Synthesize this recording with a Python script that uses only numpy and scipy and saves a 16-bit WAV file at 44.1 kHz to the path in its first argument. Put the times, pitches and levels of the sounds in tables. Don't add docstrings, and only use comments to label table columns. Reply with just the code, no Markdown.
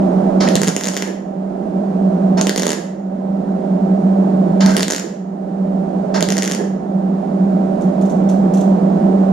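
import sys
import numpy as np
from scipy import signal
from scipy.fft import rfft, irfft, next_fast_len
from scipy.io import wavfile
from scipy.ndimage import minimum_filter1d, map_coordinates

SR = 44100
rng = np.random.default_rng(int(sys.argv[2]) if len(sys.argv) > 2 else 0)


def output_pcm(signal):
    pcm = np.clip(np.atleast_2d(signal).T, -1, 1) * 32767
    wavfile.write(sys.argv[1], SR, np.round(pcm).astype(np.int16))


N = 411144

# frequency in Hz, level in dB.
FAN_TONES = [(339, -31), (386, -27.5), (587, -27.5), (622, -30.5), (689, -37), (775, -29), (964, -40),
             (1217, -58.5), (1308, -51.5), (1519, -60)]
# frequency in Hz, level in dB per Hz.
FAN_AIR = [(25, -65.5), (128, -68.5), (168, -39), (230, -41.5), (400, -45), (480, -48), (610, -40),
           (780, -47), (900, -55.5), (1150, -63.5), (1600, -72), (2500, -85.5), (4500, -88.5),
           (7000, -91.5), (8500, -96.5), (10500, -98), (13500, -115)]
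# time in seconds, change in dB.
DRONE_SWELL = [(0.3, -1.5), (1.5, -3.5), (2, -1), (2.25, 1), (2.6, -0.5), (3.6, 0), (4.3, 1), (5, 1),
               (5.5, -1), (6.1, -2), (6.45, 0.5), (8, 0)]
# frequency in Hz, left-right correlation.
PORT_LIKENESS = [(80, 0.84), (190, 0.75), (600, 0.97), (2000, 0.08), (4000, 0.39), (7000, 0.061)]
# frequency in Hz, t60 in seconds.
GARAGE_DECAY = [(150, 0.42), (1000, 0.83), (4000, 0.49), (7000, 0.51), (9500, 0.4), (14000, 0.41)]
# start in seconds, level in dB.
CLICKS = [(7.809, -45), (8.012, -45), (8.05, -47), (8.095, -42.5), (8.288, -38), (8.536, -38),
          (8.571, -40.5), (8.605, -42.5)]
# frequency in Hz, level in dB, t60 in seconds.
CLICK_MODES = [(3500, 4.5, 0.044), (6020, 9.5, 0.1), (7200, -2, 0.07), (7500, 1, 0.1)]
# frequency in Hz, level in dB, t60 in seconds.
CASE_MODES = [(337, -7, 0.27), (417, -3, 0.14), (451.5, -1, 0.085), (702, -15.5, .2), (1690, -21, .17),
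              (1800, -24, .2)]
# start in seconds, level in dB.
THUDS = [(0.553, -5), (0.615, -7), (0.674, 1), (2.468, -14.5), (2.574, -7), (4.764, -12), (6.279, -8),
         (6.413, -12)]
# start in seconds, level in dB.
SPLUTTERS = [(0.4713, -19), (0.477, -16.5), (0.4814, -19.5), (0.5647, -22.5), (0.5745, -15.5),
             (2.403, -24.5), (4.649, -23), (6.179, -19), (6.19, -25)]
# arc start and arc stop in seconds, flare length in seconds, flare level in dB,
# spit level in dB, time to heat the pool in seconds, then sizzle, whistle, gas puff and valve knock in dB.
WELDS = [(0.401, 1.029, 0.08, -26.5, -22.5, 0.26, -26.5, -49, -2, -5),
         (2.371, 2.732, 0.02, -19.5, -23.5, 0.19, -37.5, -55, 2, -5.5),
         (4.603, 5.001, 0.11, -24, -21, 0.1, -32.5, -33.5, -1.5, -7.5),
         (6.139, 6.549, 0.044, -20, -21.5, 0.26, -41, -46.5, 0, -3.5)]
# frequency in Hz, width in Hz, level in dB.
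NOZZLE_MODES = [(590, 120, -4), (930, 190, -4.5), (1280, 140, -6.5), (1580, 130, -9.5), (4320, 200, -12),
                (5300, 370, -13.5)]
# frequency in Hz, gain in dB.
ARC_COLOUR = [(70, -39), (170, 0), (600, 8), (1200, 0.5), (1950, 3.5), (2450, -6.5), (3100, -1.5),
              (3900, -1.5), (5200, 2), (7000, 3.5), (8100, -9.5), (9300, -4.5), (11900, -14.5),
              (14000, -14), (16000, -30)]
# start in seconds, level in dB.
SNAPS = [(0.4881, -8.5), (0.555, 1), (0.5652, -9.5), (0.6173, -1), (0.6338, 1), (0.646, -7.5),
         (0.672, -6.5), (0.6767, -1), (0.6832, 3.5), (0.6902, 0), (0.7647, 5.5), (0.811, -1.5),
         (0.8367, -1), (0.8432, -2), (0.8554, -1.5), (0.8636, -4.5), (0.8717, 1), (0.8833, -2), (0.887, 1),
         (0.937, -10.5), (0.944, -8), (0.954, -9.5), (0.9671, 4), (0.9744, 0.5), (1.0236, 4), (1.076, -12),
         (2.4126, -1.5), (2.47, 1.5), (2.4946, 3.5), (2.5613, 3), (2.5776, 1.5), (2.5816, -1), (2.5964, 2),
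         (2.6007, -5.5), (2.6216, 0), (2.6334, 3), (2.6556, -3.5), (2.6676, 5.5), (2.6804, -0.5),
         (2.6925, 2), (2.7048, 5), (2.7182, 4), (2.7317, 2), (4.662, -6.5), (4.7673, 3), (4.7794, -6.5),
         (4.7841, -10), (4.7953, -4), (4.807, -2.5), (4.8247, -5.5), (4.8309, 5), (4.8821, 2),
         (4.9027, 2.5), (4.908, 3.5), (4.9219, 5.5), (4.935, 3), (4.948, 4), (4.9628, 4), (4.9822, -0.5),
         (4.9973, -2.5), (6.2078, -6.5), (6.2263, 1), (6.2882, -1), (6.304, -2), (6.323, -1.5),
         (6.369, -3.5), (6.3811, 0), (6.3874, -4.5), (6.4232, 0), (6.4323, -2), (6.4417, -6),
         (6.4506, -5.5), (6.4591, -7), (6.4773, -1), (6.4994, -8), (6.5136, -2.5), (6.5208, -1.5),
         (6.535, -7), (6.5493, -4)]
# frequency in Hz, gain in dB.
PORT_GAIN = [(110, 0), (195, -2), (380, -6), (620, -18), (800, -11), (1200, -4), (1900, 0), (2500, 3),
             (3500, 0), (5200, -2), (6900, 2), (10000, -1)]
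# frequency in Hz, phase lead in radians.
PORT_LEAD = [(200, 0), (430, -.3), (780, -3.7), (1890, -5.6), (2580, -6.1), (4500, -6.3), (6400, -4.8),
             (7100, -6.7), (7900, -4.7), (13000, -6.5)]


def amp(db):
    return 10 ** (np.asarray(db) / 20)


def fade(db, t60, t):
    return amp(db - 60 * t / t60)


def unit(x):
    return x / np.sqrt(np.mean(x ** 2) + 1e-20)


def along(points, hz):
    f, v = np.transpose(points)
    return np.interp(np.log(hz + 1), np.log(f + 1), v)


def wobble(rate):
    knots = rng.standard_normal(int(N * rate / SR) + 4)
    return map_coordinates(knots, [np.arange(N) * rate / SR])


def filtered(x, response):
    n = x.shape[-1]
    padded = next_fast_len(n + SR // 2)
    spectrum = rfft(x, padded) * response(np.fft.rfftfreq(padded, 1 / SR))
    return irfft(spectrum, padded)[..., :n]


def causal(points, size=2048):
    cepstrum = irfft(np.log(amp(along(points, np.fft.rfftfreq(size, 1 / SR)))))
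    fold = np.r_[1, np.full(size // 2 - 1, 2), np.zeros(size // 2)]
    return irfft(np.exp(rfft(cepstrum * fold)))


def resonance(f, hz, width):
    return 1j * f * width / (hz * hz - f * f + 1j * f * width)


def coloured_noise(n, response):
    return unit(filtered(rng.standard_normal(n), response))


def diffuse(n):
    def split(f):
        turn = np.arccos(np.clip(along(PORT_LIKENESS, f), -1, 1)) / 2
        return np.array([np.cos(turn), np.sin(turn)])
    mid, side = filtered(rng.standard_normal((2, n)), split)
    return np.array([mid + side, mid - side])


def add(track, s, sound):
    part = track[round(s * SR):][:len(sound)]
    part += sound[:len(part)]


def garage(x, delay_s=.004):
    hz, t, bins = signal.stft(diffuse(SR), SR, nperseg=256)
    decay = fade(0, along(GARAGE_DECAY, hz)[:, None], t)
    tail = signal.istft(bins * decay, SR, nperseg=256)[1]
    late = np.pad(x, (round(delay_s * SR), 0))
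    return signal.fftconvolve(late[None], tail / np.linalg.norm(tail[0]), axes=1)[:, :N]


def panels(x, echo_db=-23, count=10):
    echoes = np.zeros((2, SR // 50))
    for port in echoes:
        delays = rng.integers(SR // 1000, SR // 50, count)
        port[delays] = amp(echo_db) * rng.choice([-1, 1], count)
    return signal.fftconvolve(x[None], echoes, axes=1)[:, :N]


def fan(drone_hz=192.4, drone_db=-13, drift_rad=0.53, boom_hz=189, boom_width=40, boom_db=-2.5,
        blur_rad=0.92, blur_rate=16):
    t = np.arange(N) / SR
    tone = np.sqrt(2) * np.sin(2 * np.pi * drone_hz * t + drift_rad * wobble(8.5))
    boom = coloured_noise(N, lambda f: resonance(f, boom_hz, boom_width) ** 3)
    swell_db = np.interp(t, *np.transpose(DRONE_SWELL))
    drone = amp(drone_db + swell_db) * (tone + amp(boom_db) * boom)
    tones = np.zeros(N)
    for hz, db in FAN_TONES:
        tones += amp(db) * np.sqrt(2) * np.sin(2 * np.pi * hz * t + blur_rad * wobble(blur_rate))
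    air = filtered(diffuse(N), lambda f: amp(along(FAN_AIR, f)) * np.sqrt(SR / 2))
    return drone + tones + air


def clicks(scrape_db=-1, scrape_t60=0.18, scrape_hz=4600, scrape_width=15000, grain_db=4, ring_db=-7,
           rise_s=0.0026, catch_s=0.012, catch_db=16, catch_hz=7150, catch_t60=.005):
    out, t = np.zeros(N), np.arange(SR // 3) / SR
    for s, db in CLICKS:
        ring = np.zeros(len(t))
        for hz, level, t60 in CLICK_MODES:
            ring += fade(level, t60, t) * coloured_noise(len(t), lambda f: resonance(f, hz, 250) ** 2)
        scrape = coloured_noise(len(t), lambda f: resonance(f, scrape_hz, scrape_width) ** 4)
        scrape *= fade(scrape_db, scrape_t60, t) * amp(grain_db * wobble(600)[:len(t)])
        add(out, s, amp(db) * np.minimum(t / rise_s, 1) * (amp(ring_db) * ring + scrape))
        catch = np.minimum(t / .0003, 1) * np.sin(2 * np.pi * catch_hz * t)
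        add(out, s + catch_s, fade(db + catch_db, catch_t60, t) * catch)
    return filtered(out, lambda f: 1 / (1 + (f / 13000) ** 12))


def valve(lag_s=0.036, rise_s=0.008, t60=0.25, body_hz=420, width_hz=400, thump_db=-5):
    out, t = np.zeros(N), np.arange(SR // 3) / SR
    for _, off, *_, db in WELDS:
        knock = coloured_noise(len(t), lambda f: resonance(f, body_hz, width_hz) ** 3)
        knock *= fade(thump_db, t60, t)
        ring = np.zeros(len(t))
        for hz, level, life in CASE_MODES:
            ring += fade(level, life, t) * np.sin(2 * np.pi * hz * t + wobble(70)[:len(t)])
        add(out, off + lag_s, amp(db) * np.minimum(t / rise_s, 1) * (knock + ring))
    return out


def thuds(start_hz=180, end_hz=135, sag_s=0.027, rise_s=.008, t60=.11):
    out, t = np.zeros(N), np.arange(SR // 5) / SR
    pitch = end_hz + (start_hz - end_hz) * np.exp(-t / sag_s)
    phase = 2 * np.pi * np.cumsum(pitch) / SR
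    for s, db in THUDS:
        add(out, s, fade(db, t60, t) * np.minimum(t / rise_s, 1) * np.sin(phase))
    return out


def splutters(centre_hz=1930, width_hz=450, t60=0.011):
    out, t = np.zeros(N), np.arange(SR // 20) / SR
    for s, db in SPLUTTERS:
        spurt = coloured_noise(len(t), lambda f: resonance(f, centre_hz, width_hz))
        add(out, s, fade(db, t60, t) * spurt)
    return out


def sparks(per_s=200, scatter_db=5):
    hits = rng.random(N) < per_s / SR
    sizes = amp(scatter_db * np.clip(rng.standard_normal(N), -2, 2))
    return unit(hits * rng.choice([-1, 1], N) * sizes)


def arc(spit_s=0.02, rise_s=0.0075, grain_db=4, flutter_db=5, whistle_hz=1540, sing_s=.042,
        thump_db=-2, thump_hz=550, spark_share=.6):
    t = np.arange(N) / SR
    spit, flare, sizzle, whistle = np.zeros((4, N))
    for on, off, length, flare_db, spit_db, heat_s, sizzle_db, whistle_db, *_ in WELDS:
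        age = np.maximum(t - on, 0)
        lit = np.minimum(age / rise_s, 1) * (t < off)
        open_arc = lit * np.clip((length - age) / rise_s + 1, 0, 1)
        spit += amp(spit_db) * lit * np.exp((rise_s - age) / spit_s)
        flare += amp(flare_db) * open_arc
        sing_end = length + sing_s
        whistle += amp(whistle_db) * lit * (age < sing_end) * (age / sing_end) ** 2
        sizzle += amp(sizzle_db) * lit * np.minimum(age / heat_s, 1) ** 2
    hiss = coloured_noise(N, lambda f: resonance(f, 4900, 2000) - 0.98 * resonance(f, 1200, 1000))
    throat = coloured_noise(N, lambda f: (resonance(f, 530, 1000) - 0.25 * resonance(f, 1400, 1000)
                                          + 0.028 * resonance(f, 4300, 7000)))
    grains = unit(rng.standard_normal(N) * amp(grain_db * wobble(900)))
    frying = np.sqrt(1 - spark_share) * grains + np.sqrt(spark_share) * sparks()
    hollow = np.zeros(N)
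    for hz, width, db in NOZZLE_MODES:
        hollow += amp(db) * coloured_noise(N, lambda f: resonance(f, hz, width) ** 2)
    singing = np.sqrt(2) * np.sin(2 * np.pi * whistle_hz * t + wobble(130)) * amp(2 * wobble(120))
    thump = amp(thump_db) * coloured_noise(N, lambda f: resonance(f, thump_hz, 730) ** 2)
    coarse = unit(amp(grain_db * wobble(260)))
    roar = unit(throat * amp(flutter_db * wobble(220)) + hollow)
    return spit * coarse * (hiss + thump) + flare * roar + sizzle * frying + whistle * singing


def snaps(crack_db=15, spatter_db=-14.0, spatter_t60=0.004, zing_hz=6500, zing_t60=0.0009,
          puff_db=7.0, puff_hz=500, puff_t60=0.0021, push_db=-15, push_hz=170, push_t60=0.025):
    out, t = np.zeros(N), np.arange(SR // 10) / SR

    def ring(hz, t60, spread):
        pitch = hz * np.exp(spread * rng.standard_normal())
        return np.sin(2 * np.pi * pitch * t) * fade(0, t60, t)

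    for s, db in SNAPS:
        gas_db = [gas for on, *_, gas, _ in WELDS if on < s][-1]
        crack = rng.standard_normal(len(t)) * fade(spatter_db, spatter_t60, t)
        crack[:3] = -.7, -.7, -.1
        zing = ring(zing_hz, zing_t60, 0.18)
        puff = amp(puff_db + gas_db) * ring(puff_hz, puff_t60, 0.18)
        push = amp(push_db + gas_db) * ring(push_hz, push_t60, .2)
        add(out, s, amp(db) * (amp(crack_db) * crack + zing - puff + push))
    return out


def scene():
    def colour(x):
        return signal.oaconvolve(x, causal(ARC_COLOUR))[:N]
    near = colour(snaps() + splutters()) + thuds() + clicks()
    far = colour(arc()) + valve()
    early = panels(near + amp(11) * far)
    late = garage(amp(-3.5) * near + amp(-1.5) * far)
    return near + far + early + late + fan()


def gain_control(x, top_db=-24.0, window_s=0.034, attack_s=0.017, release_s=1.11, size=64, count=50):
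    treble = filtered(x, lambda f: f > 1500)
    share = 1 / (window_s * SR)
    power = signal.lfilter([share], [1, share - 1], np.mean(treble ** 2, axis=0))
    needed = np.minimum(1, amp(top_db) / np.sqrt(power[::size] + 1e-12))
    held = minimum_filter1d(needed, 2 * count + 1, origin=count)
    gains = [1]
    for wanted in held:
        lag = attack_s if wanted < gains[-1] else release_s
        gains.append(gains[-1] + (wanted - gains[-1]) * size / (lag * SR))
    return x * np.interp(np.arange(N), np.arange(len(gains)) * size, gains)


def record(dry, clip_level=.95, top_hz=16700):
    left = filtered(dry[0], lambda f: amp(along(PORT_GAIN, f)) * np.exp(1j * along(PORT_LEAD, f)))
    x = gain_control(np.array([left, dry[1]]))
    x = x / (1 + np.abs(x / clip_level) ** 4) ** (1 / 4)
    return filtered(x, lambda f: np.clip((top_hz - f) / 1500, 0, 1) ** 2)


dry = scene()
out = record(dry)
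output_pcm(out)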